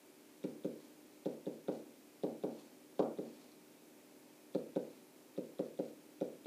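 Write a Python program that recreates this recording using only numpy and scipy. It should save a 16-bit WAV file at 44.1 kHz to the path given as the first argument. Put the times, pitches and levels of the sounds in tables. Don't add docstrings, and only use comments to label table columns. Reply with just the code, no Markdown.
import sys
import numpy as np
from scipy import signal
from scipy.fft import rfft, irfft
from scipy.io import wavfile
from scipy.ndimage import uniform_filter1d

SR = 44100
rng = np.random.default_rng(int(sys.argv[2]) if len(sys.argv) > 2 else 0)


def level_to_linear(level):
    exponent = np.asarray(level, float) / 20
    return 10 ** exponent


def store_wav(level_fs):
    pcm = np.round(np.clip(np.atleast_2d(level_fs), -1, 1) * 32767)
    wavfile.write(sys.argv[1], SR, pcm.T.astype(np.int16))


N = 284886

# pitch in Hz, level in dB (rms).
FAN_LINES = [(234.6, -77), (258.4, -73), (301.5, -68), (339.1, -79.5), (376.8, -71.5), (409.1, -77.5),
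             (452.2, -79.5), (516.8, -80.5), (581.4, -81), (812.9, -85.5), (904.4, -83.5)]
# frequency in Hz, level in dB per Hz.
AIR_COLOUR = [(24, -81), (40, -32), (129, -22), (149, -12), (215, -11), (292, -4.5), (481, -14), (586, -11),
              (648, -16.5), (917, -19), (988, -21.5), (2250, -23.5), (3510, -25.5), (9740, -26.5),
              (15200, -28.5)]
# frequency in Hz, time to fall by 60 dB in seconds.
ROOM_T60 = [(130, 1), (260, 0.59), (520, 0.5), (900, 0.35), (1600, 0.54), (4000, 0.067)]
# delay in ms, level in dB from the right end, level in dB from the left end.
ECHOES = [(5.705, 9, 0), (7.885, -1, -3), (9.59, -6, 0.5), (12.976, 6, -3.5), (38.5, -5.5, -13),
          (63.75, -21, -3.5), (77.0, -18, -11)]
# start in seconds, length in seconds, rub level in dB.
STROKES = [
    (.74, 0.17, -71.5),
    (1.62, 0.035, -78),
    (1.705, 0.11, -71.5),
    (2.48, 0.29, -72),
    (3.2, 0.27, -75),
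    (3.33, 0.23, -72.5),
    (4.8, 0.25, -73.5),
    (5.62, 0.052, -77),
    (5.81, 0.14, -73.5),
]
# pitch in Hz, level in dB, time to fall by 60 dB in seconds.
BARREL = [(1458, -3.5, 0.012), (1960, 1.5, 0.0016), (2424, -12, 0.014), (3500, 6.5, 0.0014),
          (4350, -8, 0.0032), (5560, -13, 0.0024)]
# start in seconds, blow in dB, contact in ms, how much earlier the tip closes in ms,
# hardness in dB.
TOUCHES = [(0.4392, -25, 2.33, 8.1, 1.5), (0.6455, -25.5, 2, 8, -7.5), (1.2571, -25.5, 1.71, 6.1, -2.5),
           (1.466, -27.5, 1.9, 7.9, -3), (1.6829, -25.5, 1.51, 5.5, 0), (2.2345, -24.5, 1.46, 5.4, -2.5),
           (2.4364, -26, 1.45, 8.7, -2.5), (2.9934, -22, 0.65, 3.7, 1), (3.185, -28, 1.8, 11, -6),
           (4.548, -25, 1.75, 5.8, 1), (4.76, -25.5, 1.64, 5.7, 4.2), (5.377, -28.5, 1.92, 11, -7),
           (5.5923, -27.5, 1.61, 7.5, -0.5), (5.79, -28.5, 1.48, 15, 1.3), (6.2115, -28, 1.45, 7.0, 1.5),
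           (6.4575, -25, 2.08, 11, -19)]
# time in seconds, place from 0 (right end) to 1 (left end).
HAND = [
    (.5, 0.32),
    (1.3, 0.55),
    (2.4, 0.97),
    (3.0, 0.92),
    (3.3, 0.93),
    (4.5, 0.054),
    (6.4, 0.042),
]
# pitch in Hz, level in dB struck at the right, level in dB struck at the left, 60 dB fall in seconds.
KNOCK = [(223.3, -7, -4, 0.034), (288, 4, 5.5, .013), (580, 3.5, 2.1, 0.014), (793, -23.5, -9, 0.024),
         (927, -25, -14, 0.03), (1110, -40, -16.5, 0.018), (1430, -23, -30, 0.035)]
# pitch in Hz, level in dB struck at the right, level in dB struck at the left, 60 dB fall in seconds.
BOARD_MODES = [(154.4, -12, -11.5, 0.51), (184, 4, 0.5, 0.059), (255.2, -9.5, -8, 0.38),
               (295.6, -10.5, -9, 0.39), (430.5, -19.5, 2.5, 0.12), (494.7, -2.5, -11, 0.35),
               (502, -39, -10.5, 0.1), (536, -5, -27, 0.25), (575, -24.5, -36, 0.11)]
# pitch in Hz, level in dB, 60 dB fall in seconds.
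WALL = [(69.6, -54.5, 0.52), (87.8, -46, 0.55), (117, -43, 0.81), (115, -63, 0.48)]

AIR_DB, FAN_WHINE_HZ = -60, 2390
BASS_CUT_HZ, TOP_HZ = 178, 15400
TAIL_START_MS, EARLY_DB, EARLY_FADE_MS = 12, -3.5, 11
LULL_MS, LULL_WIDTH_MS, LULL_DB = 163, 15, -5
BACK_WALL_MS, BACK_WALL_DB = 33, -10
SLIDE_WAIT_S, SLIDE_S, SLIDE_DB = 0.028, 0.082, -76.5
TICK_DB, TICK_DB_PER_MS, USUAL_LEAD_MS = -51.5, -0.6, 10.1
RATTLE_DB, RATTLE_PER_HARDNESS = -32, 0.28
LIFT_S, LIFT_DB, LIFT_HZ = 3.5188, -52, 4400


def rms_one(x):
    return x / np.sqrt(np.mean(x ** 2) + 1e-20)


def at_hz(points, hz):
    table_hz, value = np.array(points).T
    return np.interp(np.log(hz), np.log(table_hz), value)


def band(x, low_hz, high_hz):
    return signal.sosfilt(signal.butter(2, [low_hz, high_hz], "band", fs=SR, output="sos"), x)


def bass_cut(x, order, hz):
    return signal.sosfilt(signal.butter(order, hz, "high", fs=SR, output="sos"), x)


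def drift(rate_hz):
    r = np.exp(-80 * np.pi * rate_hz / SR)
    slow = signal.lfilter([1], [1, -2 * r, r * r], rng.standard_normal(N // 40 + 2002))
    slow = rms_one(slow[2000:])
    return np.interp(np.arange(N) / 40, np.arange(len(slow)), slow)


def ring(clicks, hz, t60):
    r, w = level_to_linear(-60 / (t60 * SR)), 2 * np.pi * hz / SR
    return signal.lfilter([0, np.sin(w)], [1, -2 * r * np.cos(w), r * r], clicks + 1e-18)


def evened(noise):
    power = uniform_filter1d(noise ** 2, size=SR // 80, axis=-1)
    return noise / np.sqrt(power / np.mean(noise ** 2))


def fan():
    t = np.arange(N) / SR
    lines = 0
    for hz, db in FAN_LINES:
        level = np.sqrt(2) * level_to_linear(db + 1.2 * drift(0.83))
        lines = lines + level * np.sin(2 * np.pi * hz * t + 0.25 * drift(2.6) + 7 * rng.random())
    white = rng.standard_normal((2, N))
    edges = 40 * 2 ** np.arange(0, 8.8, 1 / 3)
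    air = 0
    for k, (low, high) in enumerate(zip(edges, edges[1:])):
        air = air + level_to_linear(at_hz(AIR_COLOUR, np.sqrt(low * high))) * band(white[k % 2], low, high)
    air = bass_cut(air, order=2, hz=75)
    whine = rms_one(band(rng.standard_normal(N), FAN_WHINE_HZ - 220, FAN_WHINE_HZ + 220))
    return lines + level_to_linear(AIR_DB - 3.5) * rms_one(air) + level_to_linear(-81.5) * whine


def room(x, tail_db, high_echo_db):
    t = np.arange(SR // 2) / SR
    edges = 110 * 2 ** np.arange(0, 6.1, .5)
    white = rng.standard_normal((2, 3, len(t)))
    tails = 0
    for k, (low, high) in enumerate(zip(edges, edges[1:])):
        fading = level_to_linear(-60 * t / at_hz(ROOM_T60, np.sqrt(low * high)))
        tails = tails + evened(band(white[k % 2], low, high)) * fading
    ms = t * 1000 - TAIL_START_MS
    lull = np.exp(-((t * 1000 - LULL_MS) / LULL_WIDTH_MS) ** 2)
    crowd_db = np.where(ms < 0, -80, EARLY_DB * np.exp(-ms / EARLY_FADE_MS) + LULL_DB * lull)
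    paths = level_to_linear(tail_db + crowd_db) * (tails[0] + 0.22 * tails[1:])
    paths[:, 0] = 1
    for delay_ms, right, left in ECHOES:
        paths[:, round(delay_ms * SR / 1000)] += level_to_linear(np.array([right, left]) + high_echo_db)
    return signal.fftconvolve(x, paths, axes=1)[:, :N].sum(0)


def rub():
    t = np.arange(N) / SR
    slides = [(row[0] + SLIDE_WAIT_S, SLIDE_S, SLIDE_DB) for row in TOUCHES]
    level = np.zeros(N)
    for start, length, db in list(STROKES) + slides:
        level += level_to_linear(db) * np.sin(np.pi * np.clip((t - start) / length, 0, 1))
    grains = rng.standard_normal(N) * (rng.random(N) < .15)
    grains = grains * level_to_linear(1.9 * drift(25))
    barrel = rms_one(band(grains, low_hz=1790, high_hz=6500) + 0.046 * ring(grains, hz=4480, t60=0.0051))
    panel = rms_one(band(grains, low_hz=570, high_hz=1070))
    return level * (barrel + level_to_linear(-2.5) * panel)


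def pen():
    tick, thud = np.zeros((2, N))
    s, db, contact_ms, lead_ms, hardness_db = np.transpose(TOUCHES)
    tick_at = ((s - lead_ms / 1000 + .0006) * SR).astype(int)
    tick[tick_at] = level_to_linear(TICK_DB + TICK_DB_PER_MS * (lead_ms - USUAL_LEAD_MS) - 21.0)
    tick = ring(ring(tick, hz=3420, t60=0.0064), hz=3825, t60=0.0083)
    lift = ring(level_to_linear(LIFT_DB) * (np.arange(N) == int(LIFT_S * SR)), LIFT_HZ, t60=.004)
    thud[(s * SR).astype(int)] = level_to_linear(db + RATTLE_DB + RATTLE_PER_HARDNESS * hardness_db)
    dying = level_to_linear(-60 / (0.034 * SR))
    rattle = signal.lfilter([1], [1, -dying], thud) * rng.standard_normal(N)
    barrel = sum(level_to_linear(level_db) * ring(rattle, hz, t60) for hz, level_db, t60 in BARREL)
    sound = tick + lift + level_to_linear(-12.0) * barrel
    lag = round(BACK_WALL_MS * SR / 1000)
    sound[lag:] += level_to_linear(BACK_WALL_DB) * sound[:-lag]
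    return np.array([sound, np.zeros(N)])


def blows(contact_share, hard):
    out, n = np.zeros((2, N + 400)), np.arange(400)
    for s, db, contact_ms, lead_ms, hardness_db in TOUCHES:
        start, length = s * SR, contact_share * contact_ms * SR / 1000
        first = int(start)
        push = np.sin(np.pi * np.clip((n - start % 1) / length, 0, 1)) / length
        place = np.clip(np.interp(s, *np.transpose(HAND)), 0, 1)
        out[:, first:first + 400] += level_to_linear(db + hard * hardness_db) * push * [[1 - place], [place]]
    return out[:, :N]


def board():
    force = blows(contact_share=0.95, hard=False)
    front = blows(contact_share=0.59, hard=True)
    knock = 0
    for k, (hz, right, left, t60) in enumerate(KNOCK):
        drive = force if hz < 700 else front
        knock = knock + (-1) ** k * level_to_linear([[right], [left]]) * ring(drive, hz, t60)
    modes = sum(ring(level_to_linear([right, left]) @ force, hz, t60) for hz, right, left, t60 in BOARD_MODES)
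    low_push = band(band(force.sum(0), low_hz=60.4, high_hz=126), low_hz=60.4, high_hz=126)
    wall = sum(level_to_linear(db) * ring(low_push, hz, t60) for hz, db, t60 in WALL)
    return knock, level_to_linear(-2.5) * modes, wall


def scene():
    knock, modes, wall = board()
    knock_in_room = room(knock, tail_db=-23.5, high_echo_db=0.54)
    pen_in_room = room(pen(), tail_db=-34.0, high_echo_db=-16.5)
    hits = bass_cut(knock_in_room + modes + pen_in_room, order=8, hz=BASS_CUT_HZ)
    return (hits + wall + rub() + fan())[None]


def low_pass(x):
    return signal.sosfilt(signal.butter(12, 15380, fs=SR, output="sos"), x)


def record(dry):
    kept = np.arange(N // 2 + 1) * SR / N < TOP_HZ
    mix = irfft(rfft(dry) * kept, N)
    return low_pass(mix)


dry = scene()
out = record(dry)
store_wav(out)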